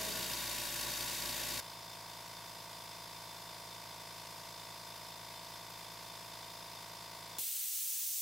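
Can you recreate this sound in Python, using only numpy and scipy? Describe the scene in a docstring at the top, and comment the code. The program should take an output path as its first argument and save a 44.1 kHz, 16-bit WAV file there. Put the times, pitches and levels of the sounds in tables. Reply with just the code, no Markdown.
"""A small twin-piston air compressor fills its tank in a workshop. The microphone starts close above
the pump: twice a shaft turn the intake draws a puff of air, while reed valves tick and the tank hums.
At 1.6 s the position changes to beside the gauge, where the air is shielded and the hum leads.
At 7.4 s the pressure switch trips, the pumping stops and the unloader valve lets the line's air out
in a bright hiss. Under it the coasting motor leaves a faint drone in the quiet room."""
import sys
import numpy as np
from scipy import signal
from scipy.fft import rfft, irfft, next_fast_len
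from scipy.io import wavfile
from scipy.ndimage import map_coordinates

SR = 44100
rng = np.random.default_rng(int(sys.argv[2]) if len(sys.argv) > 2 else 0)


def wav_record(signal):
    """Record a signal, one row per channel, as 16-bit PCM in the file named by sys.argv[1]."""
    frames = np.transpose(np.atleast_2d(signal))
    bounded = np.clip(frames, -1, 1)
    # unit amplitude maps onto the largest positive 16-bit level
    quanta = np.round(bounded * 32767).astype(np.int16)
    wavfile.write(sys.argv[1], SR, quanta)


N = 362392

MOVE_S, TRIP_S = 1.603, 7.3845  # the microphone changes place; the switch trips
ABOVE_SHAFT_HZ, BESIDE_SHAFT_HZ = 28.19, 27.6
FIRST_STROKE_TURNS = .46
CANCEL_BELOW_HZ = 224.9  # below this the two pistons cancel each other's odd harmonics

# Broad response of pump frame and tank. Each row: frequency in Hz, relative level in dB.
ABOVE_TANK = [(55, 2), (170, -3.5), (350, -9), (440, -13), (560, -6.5), (640, -4.5), (690, -13.5),
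              (1150, -9), (1220, -24)]
BESIDE_TANK = [(55, -10.5), (440, -14), (560, -14.5), (610, -8.5), (660, -5), (720, -10.5), (850, -14.5),
               (885, -4), (950, 2.5), (995, -3.5), (1020, -16), (1220, -18), (1300, -25), (1500, -20),
               (1600, -24)]
# Narrow resonances (+) and nodes (-). Each row: multiple of the shaft speed, lift in dB.
ABOVE_LIFTS = [(9, 3), (12, 4), (21, 8), (25, 8.5), (31, 12.5), (34, 7), (35, 10), (40, 12)]
BESIDE_LIFTS = [(4, 9), (6, 9), (10, -16), (12, 4), (17, 5), (19, 5), (25, 6), (29, -10), (39, 16), (40, 9),
                (42, 14), (44, 9), (52, 9), (54, 9)]
# Intake and cooling air. Each row: frequency in Hz, level in dB per Hz.
ABOVE_INTAKE = [(25, -100), (80, -100), (130, -82.5), (350, -91), (600, -84), (1050, -93.5), (1300, -90.5),
                (1600, -83.5), (3000, -82.5), (4500, -80.5), (7000, -82.5), (9000, -85), (13000, -84),
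                (15800, -89.5)]
BESIDE_INTAKE = [(25, -106), (80, -104), (130, -93), (250, -103), (500, -100), (650, -91.5), (950, -91),
                 (1300, -99), (2400, -96), (4500, -91.5), (6500, -96), (10000, -98.5), (13500, -99),
                 (15800, -103)]
# Modes of cylinder head and housing. Each row: frequency in Hz, width in Hz, peak in dB per Hz.
ABOVE_HEAD_MODES = [(982, 36, -76.5), (1094, 15, -81), (1452, 9, -73), (1570, 40, -81), (1747, 35, -79.5),
                    (3570, 28, -75.5), (3663, 35, -73), (3816, 26, -72.5)]
BESIDE_HEAD_MODES = [(1490, 110, -93), (2040, 90, -93), (2394, 140, -92), (3556, 135, -84.7),
                     (5080, 300, -89.5), (10800, 91, -100)]
# Valve closings. Each row: place in the turn from 0 to 1, relative level in dB, scatter in turns.
ABOVE_SLAPS = [(.44, -0.5, 0.024), (.53, -8, 0.043), (.96, -6, 0.093)]
BESIDE_SLAPS = [(.02, 6, 0.018), (.345, 9, 0.0014), (.455, -4, .0012), (.545, 7, 0.0013), (.845, 8, .004),
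                (.885, -14, .004)]
# Ring of the steel reeds. Each row: frequency in Hz, relative level in dB.
ABOVE_REED_RING = [(1500, -30), (4100, -21), (4520, 0), (4780, 0), (5200, -16), (8000, -22), (15800, -27)]
BESIDE_REED_RING = [(1500, -28), (4100, -19), (4550, -6), (4850, -1), (5130, 1), (5550, -16), (15800, -29)]
# Rattle of rods and bearings. Each row: frequency in Hz, level in dB per Hz.
ABOVE_RODS = [(1100, -120), (1500, -88.5), (2600, -87.5), (4200, -101), (7000, -105)]
BESIDE_RODS = [(1100, -120), (1380, -100), (1700, -97), (2050, -93), (2500, -98), (3000, -102),
               (7000, -110)]
# Motor tones from the mains and the rotor slots. Each row: frequency in Hz, level in dB.
ABOVE_MOTOR = [(120, -64.5), (175.5, -70.5), (346, -63), (965.5, -60.5), (1085, -65.5)]
BESIDE_MOTOR = [(120, -76.5), (175.5, -73)]
# Broad rush of the unloader's jet. Each row: frequency in Hz, relative level in dB.
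JET_RUSH = [(300, -31), (1400, -20), (2000, -12.5), (2600, -7.5), (3300, -4), (4600, -3), (5600, -10),
            (8000, -8), (15800, -13.5)]
# Modes of the vent tube. Each row: frequency in Hz, width in Hz, relative level in dB.
VENT_MODES = [(8300, 720, -0.5), (10270, 750, -2.5), (12100, 800, -3), (13050, 500, -6), (13950, 600, -1.5),
              (15400, 650, 1.5)]
# Likeness of left and right at the microphone. Each row: frequency in Hz, coherence from 0 to 1.
ABOVE_COHERENCE = [(125, 1), (165, .7), (290, 0.65), (640, 0.66), (1100, 1), (3100, 0.92), (6820, .74),
                   (15000, 0.45)]
BESIDE_COHERENCE = [(60, 1.0), (130, 1.0), (290, 1), (640, 0.97), (1410, 0.96), (3100, 0.91), (6820, 0.72),
                    (15000, 0.52)]
VENT_COHERENCE = [(60, 0.84), (130, 1.0), (290, 0.89), (640, 0.97), (1410, 1), (3100, 1), (6820, 0.71),
                  (15000, 0.74)]
# Drone of the coasting machine. 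Each row: frequency in Hz, level in dB once it has swelled.
COAST_TONES = [(118.4, -81), (678.3, -82)]
# Room tone of the workshop. Each row: frequency in Hz, level in dB per Hz.
ROOM_TONE = [(25, -114), (60, -110), (120, -110), (330, -116), (500, -110), (680, -104), (900, -107),
             (1200, -107), (4000, -112), (15800, -120)]


def pump_above():
    """Close above the pump: loud intake air, one hard valve tick a turn and a low boom that soon fades."""
    turns = shaft(ABOVE_SHAFT_HZ)
    orders = shaft_orders(ABOVE_SHAFT_HZ, ABOVE_TANK, ABOVE_LIFTS, odd_db=-28, count=44)
    hum = amp(-62.5) * tank_hum(turns, orders, throb_db=4.5, flutter_db=1.1) + motor(ABOVE_MOTOR)
    air = intake(turns, ABOVE_INTAKE, ABOVE_HEAD_MODES, depth_db=1.9, uneven_db=.8, ring_depth_db=1.5)
    ticks = amp(-51.7) * valves(turns, ABOVE_SLAPS, ABOVE_REED_RING, t60=.028, scatter_db=2.8, repeat=.3)
    boom_modes = [(185, 31, -73.5), (423, 30, -75), (646, 7.2, -65.5)]
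    boom = filtered(white(), lambda hz: resonances(boom_modes, hz)) * np.interp(clock(), [.2, .4], [1, 0])
    rods = rattle(turns, ABOVE_RODS, depth_db=-1.0)
    return stereo(hum + air + ticks + boom + rods, ABOVE_COHERENCE, left_db=0.9)


def pump_beside():
    """Beside the gauge: the tank's hum leads, and the pumping dies as soon as the load is off."""
    turns = shaft(BESIDE_SHAFT_HZ)
    orders = shaft_orders(BESIDE_SHAFT_HZ, BESIDE_TANK, BESIDE_LIFTS, odd_db=-18, count=57)
    hum = amp(-63) * tank_hum(turns, orders, throb_db=11, flutter_db=0.05) + motor(BESIDE_MOTOR)
    air = intake(turns, BESIDE_INTAKE, BESIDE_HEAD_MODES, depth_db=1.2, uneven_db=.7, ring_depth_db=5)
    ticks = valves(turns, BESIDE_SLAPS, BESIDE_REED_RING, t60=.023, scatter_db=1.6, repeat=1.1)
    rods = rattle(turns, BESIDE_RODS, depth_db=0.5)
    load = np.exp(-since_trip() / 0.018)
    return load * stereo(hum + air + amp(-59.8) * ticks + rods, BESIDE_COHERENCE, left_db=0.3)


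def shaft(speed_hz, coast_s=0.48, waver=0.00044):
    """Turns made so far: the speed is nearly constant, then dies away after the switch trips."""
    speed = speed_hz * (1 + waver * wobble(6)) * np.exp(-since_trip() / coast_s)
    return np.cumsum(speed) / SR


def strokes(turns, depth_db):
    """Air flow swells twice a turn, once for each piston."""
    return unit(amp(depth_db * np.cos(4 * np.pi * (turns - FIRST_STROKE_TURNS))))


def shaft_orders(speed_hz, tank, lifts, odd_db, count):
    """Multiple and dB of each shaft harmonic: the tank colours them, low odd ones cancel, some ring."""
    multiple = np.arange(1, count + 1)
    hz = multiple * speed_hz
    cancelled = odd_db * (multiple % 2) * np.maximum(1 - hz / CANCEL_BELOW_HZ, 0)
    lift = sum(db * (multiple == round(k)) for k, db in lifts)
    return np.column_stack([multiple, along(tank, hz) + cancelled + lift])


def tank_hum(turns, orders, throb_db, flutter_db):
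    """The frame drones evenly on the low orders; two regions of the tank wall buzz with each stroke."""
    frame, low_wall, high_wall = np.split(orders, [19, 29])
    parts = (frame, 0), (low_wall, throb_db / 2), (high_wall, throb_db)
    hum = sum(harmonics(turns, part, depth_db) for part, depth_db in parts)
    return hum * amp(flutter_db * wobble(25))


def harmonics(turns, orders, throb_db, size=1024, passes=40):
    """Shaft harmonics whose energy is shared evenly between the two strokes."""
    multiple, db = np.transpose(orders)
    strength = np.zeros(size // 2 + 1)
    strength[np.round(multiple).astype(int)] = amp(db) * size / np.sqrt(2)
    cycle = rng.standard_normal((2, size))
    swell = strokes(np.arange(size) / size, throb_db)
    for _ in range(passes):  # shift the phases until the wave swells with the strokes
        phase = np.angle(rfft(np.tanh(2 * swell) * np.sign(cycle)))
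        cycle = irfft(strength * np.exp(1j * phase))
    return repeated(cycle * swell ** (1 / 14), turns)


def intake(turns, spectrum, head_modes, depth_db, uneven_db, ring_depth_db):
    """Puffs of turbulent air, no two alike; each stroke also rings the cylinder head."""
    puffs = white() * strokes(turns, depth_db) * unit(amp(uneven_db * wobble(110)))
    ring = filtered(white() * strokes(turns, ring_depth_db), lambda hz: resonances(head_modes, hz))
    return reflected(ring + coloured(puffs, spectrum))


def valves(turns, slaps, reed_ring, t60, scatter_db, repeat):
    """The reeds slap their seats at set places in the turn, a little early or late, hard or soft."""
    blows, turn = np.zeros(N), np.arange(int(turns[-1]))
    for place, db, scatter in slaps:
        late, force = rng.standard_normal(len(turn)), rng.uniform(-1.2, 1, len(turn))
        at = np.minimum(np.searchsorted(turns, turn + place + scatter * late), N - 1)
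        blows[at] += amp(db + scatter_db * force)
    decays = signal.lfilter([1], [1, -amp(-60 / (t60 * SR))], blows)
    # part of each slap is the same in every turn, part is new
    chatter = repeat * unit(repeated(rng.standard_normal((2, SR // 28)), turns)) + unit(white())
    return unit(coloured(decays * chatter, reed_ring))


def rattle(turns, spectrum, depth_db):
    """Rods and bearings run over the same roughness in every turn."""
    roughness = unit(repeated(rng.standard_normal((2, 1600)), turns)) * np.sqrt(SR / 2)
    return coloured(roughness * strokes(turns, depth_db), spectrum)


def motor(tones):
    """Steady tones of the motor, each reaching left and right at a random phase."""
    return sum(np.sqrt(2) * amp(db) * np.sin(2 * np.pi * (hz * clock() + rng.random((2, 1))))
               for hz, db in tones)


def unloader(spurt_db=2.0, spurt_s=.009, sputter_db=0.37):
    """The valve opens with a spurt and its tube hisses; the rush eases as noise at the edge grows."""
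    def layer(response, db, db_per_s):
        return amp(db + db_per_s * since_trip()) * unit(filtered(white(), response))

    rush = layer(lambda hz: amp(along(JET_RUSH, hz)), db=-47.5, db_per_s=-3)
    edge = layer(lambda hz: resonances([(6400, 3100, 0)], hz) ** 2, db=-50, db_per_s=6.5)
    tube = lambda hz: resonances(VENT_MODES, hz) * hz ** 2 / (hz ** 2 + 4500 ** 2)
    hiss = layer(tube, db=-40, db_per_s=0.4)
    flow = (clock() >= TRIP_S) * amp(spurt_db * np.exp(-since_trip() / spurt_s) + sputter_db * wobble(300))
    return flow * stereo(reflected(rush + edge + hiss), VENT_COHERENCE, left_db=-0.1)


def pressure_switch():
    """The switch snaps over inside its plastic cover; the frame shudders as the drive lets go."""
    def burst(spectrum, db, t60):
        return amp(db - 60 * since_trip() / t60) * unit(coloured(white()[0], spectrum))

    # Each pair: frequency in Hz, relative level in dB.
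    cover = [(60, -22), (170, -2), (480, -1), (1300, -17), (3800, 1), (9000, -19), (15800, -28)]
    frame = [(40, -17), (160, -2), (300, -1), (700, 5), (1200, -9), (4000, -26), (15800, -40)]
    return (clock() >= TRIP_S) * (burst(cover, db=-46.5, t60=.06) + burst(frame, db=-60, t60=.45))


def workshop():
    """Quiet room tone; a faint drone swells while the rotor coasts."""
    room = coloured(white()[0], ROOM_TONE)
    swell = np.interp(clock(), [7.75, 8.1], [.25, 1])
    return room + swell * motor(COAST_TONES)[0]


def reflected(pair, echo_db=-23, count=12):
    """Metal faces near the microphone add weak copies, which comb the spectrum lightly."""
    delays_s = rng.uniform(.001, .012, count)
    return pair + amp(echo_db) * sum(np.roll(pair, int(delay * SR), axis=1) for delay in delays_s)


def stereo(pair, coherence, left_db):
    """The first signal reaches both channels alike; the second is the diffuse part that parts them."""
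    likeness = lambda hz: np.clip(along(coherence, hz), 0, .9995)
    side = filtered(pair[1], lambda hz: np.tan(np.arccos(likeness(hz)) / 2))
    return np.array([pair[0] + side, pair[0] - side]) * amp([[left_db / 2], [-left_db / 2]])


def repeated(cycle, turns):
    """One turn's pair of waveforms, played round and round."""
    place = np.linspace(0, 1, cycle.shape[1] + 1)
    return np.array([np.interp(turns % 1, place, np.append(wave, wave[0])) for wave in cycle])


def resonances(modes, hz):
    """Gain of a set of modes. Each row: frequency in Hz, width in Hz, peak in dB."""
    return np.sqrt(sum((amp(db) * hz * width) ** 2 / ((centre ** 2 - hz ** 2) ** 2 + (hz * width) ** 2)
                       for centre, width, db in modes))


def filtered(x, response):
    """x through a gain that depends on frequency."""
    size = next_fast_len(N + 4096, real=True)
    return irfft(rfft(x, size) * response(np.fft.rfftfreq(size, 1 / SR)), size)[..., :N]


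def coloured(x, spectrum):
    """x through a curve of dB against Hz."""
    return filtered(x, lambda hz: amp(along(spectrum, hz)))


def along(points, hz):
    """A table's value at hz, on a log frequency axis."""
    knots_hz, values = np.transpose(points)
    return np.interp(np.log(hz + 1), np.log(knots_hz + 1), values)


def wobble(rate):
    """A smooth random curve, rate knots a second."""
    at = np.arange(0, N / SR * rate + 1, 1 / 10)
    knots = rng.standard_normal(int(at[-1]) + 4)
    return np.interp(clock() * rate, at, map_coordinates(knots, [at]))


def white():
    """Two unrelated noises of 0 dB per Hz."""
    return rng.standard_normal((2, N)) * np.sqrt(SR / 2)


def amp(db):
    """Decibels to gain."""
    return 10 ** (np.asarray(db) / 20)


def unit(x):
    """Scaled to rms 1."""
    return x / np.sqrt(np.mean(x ** 2) + 1e-20)


def clock():
    """Every sample's time in seconds."""
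    return np.arange(N) / SR


def since_trip():
    """Seconds since the switch tripped, 0 until then."""
    return np.maximum(clock() - TRIP_S, 0)


def scene():
    """Above the pump, then at once beside the gauge, where the switch trips and the line vents."""
    pump = np.where(clock() < MOVE_S, pump_above(), pump_beside())
    return pump + pressure_switch() + unloader() + workshop()


def record(dry, top_hz=15790):
    """The microphone keeps nothing above its band limit."""
    return filtered(dry, lambda hz: hz < top_hz)


dry = scene()
out = record(dry)
wav_record(out)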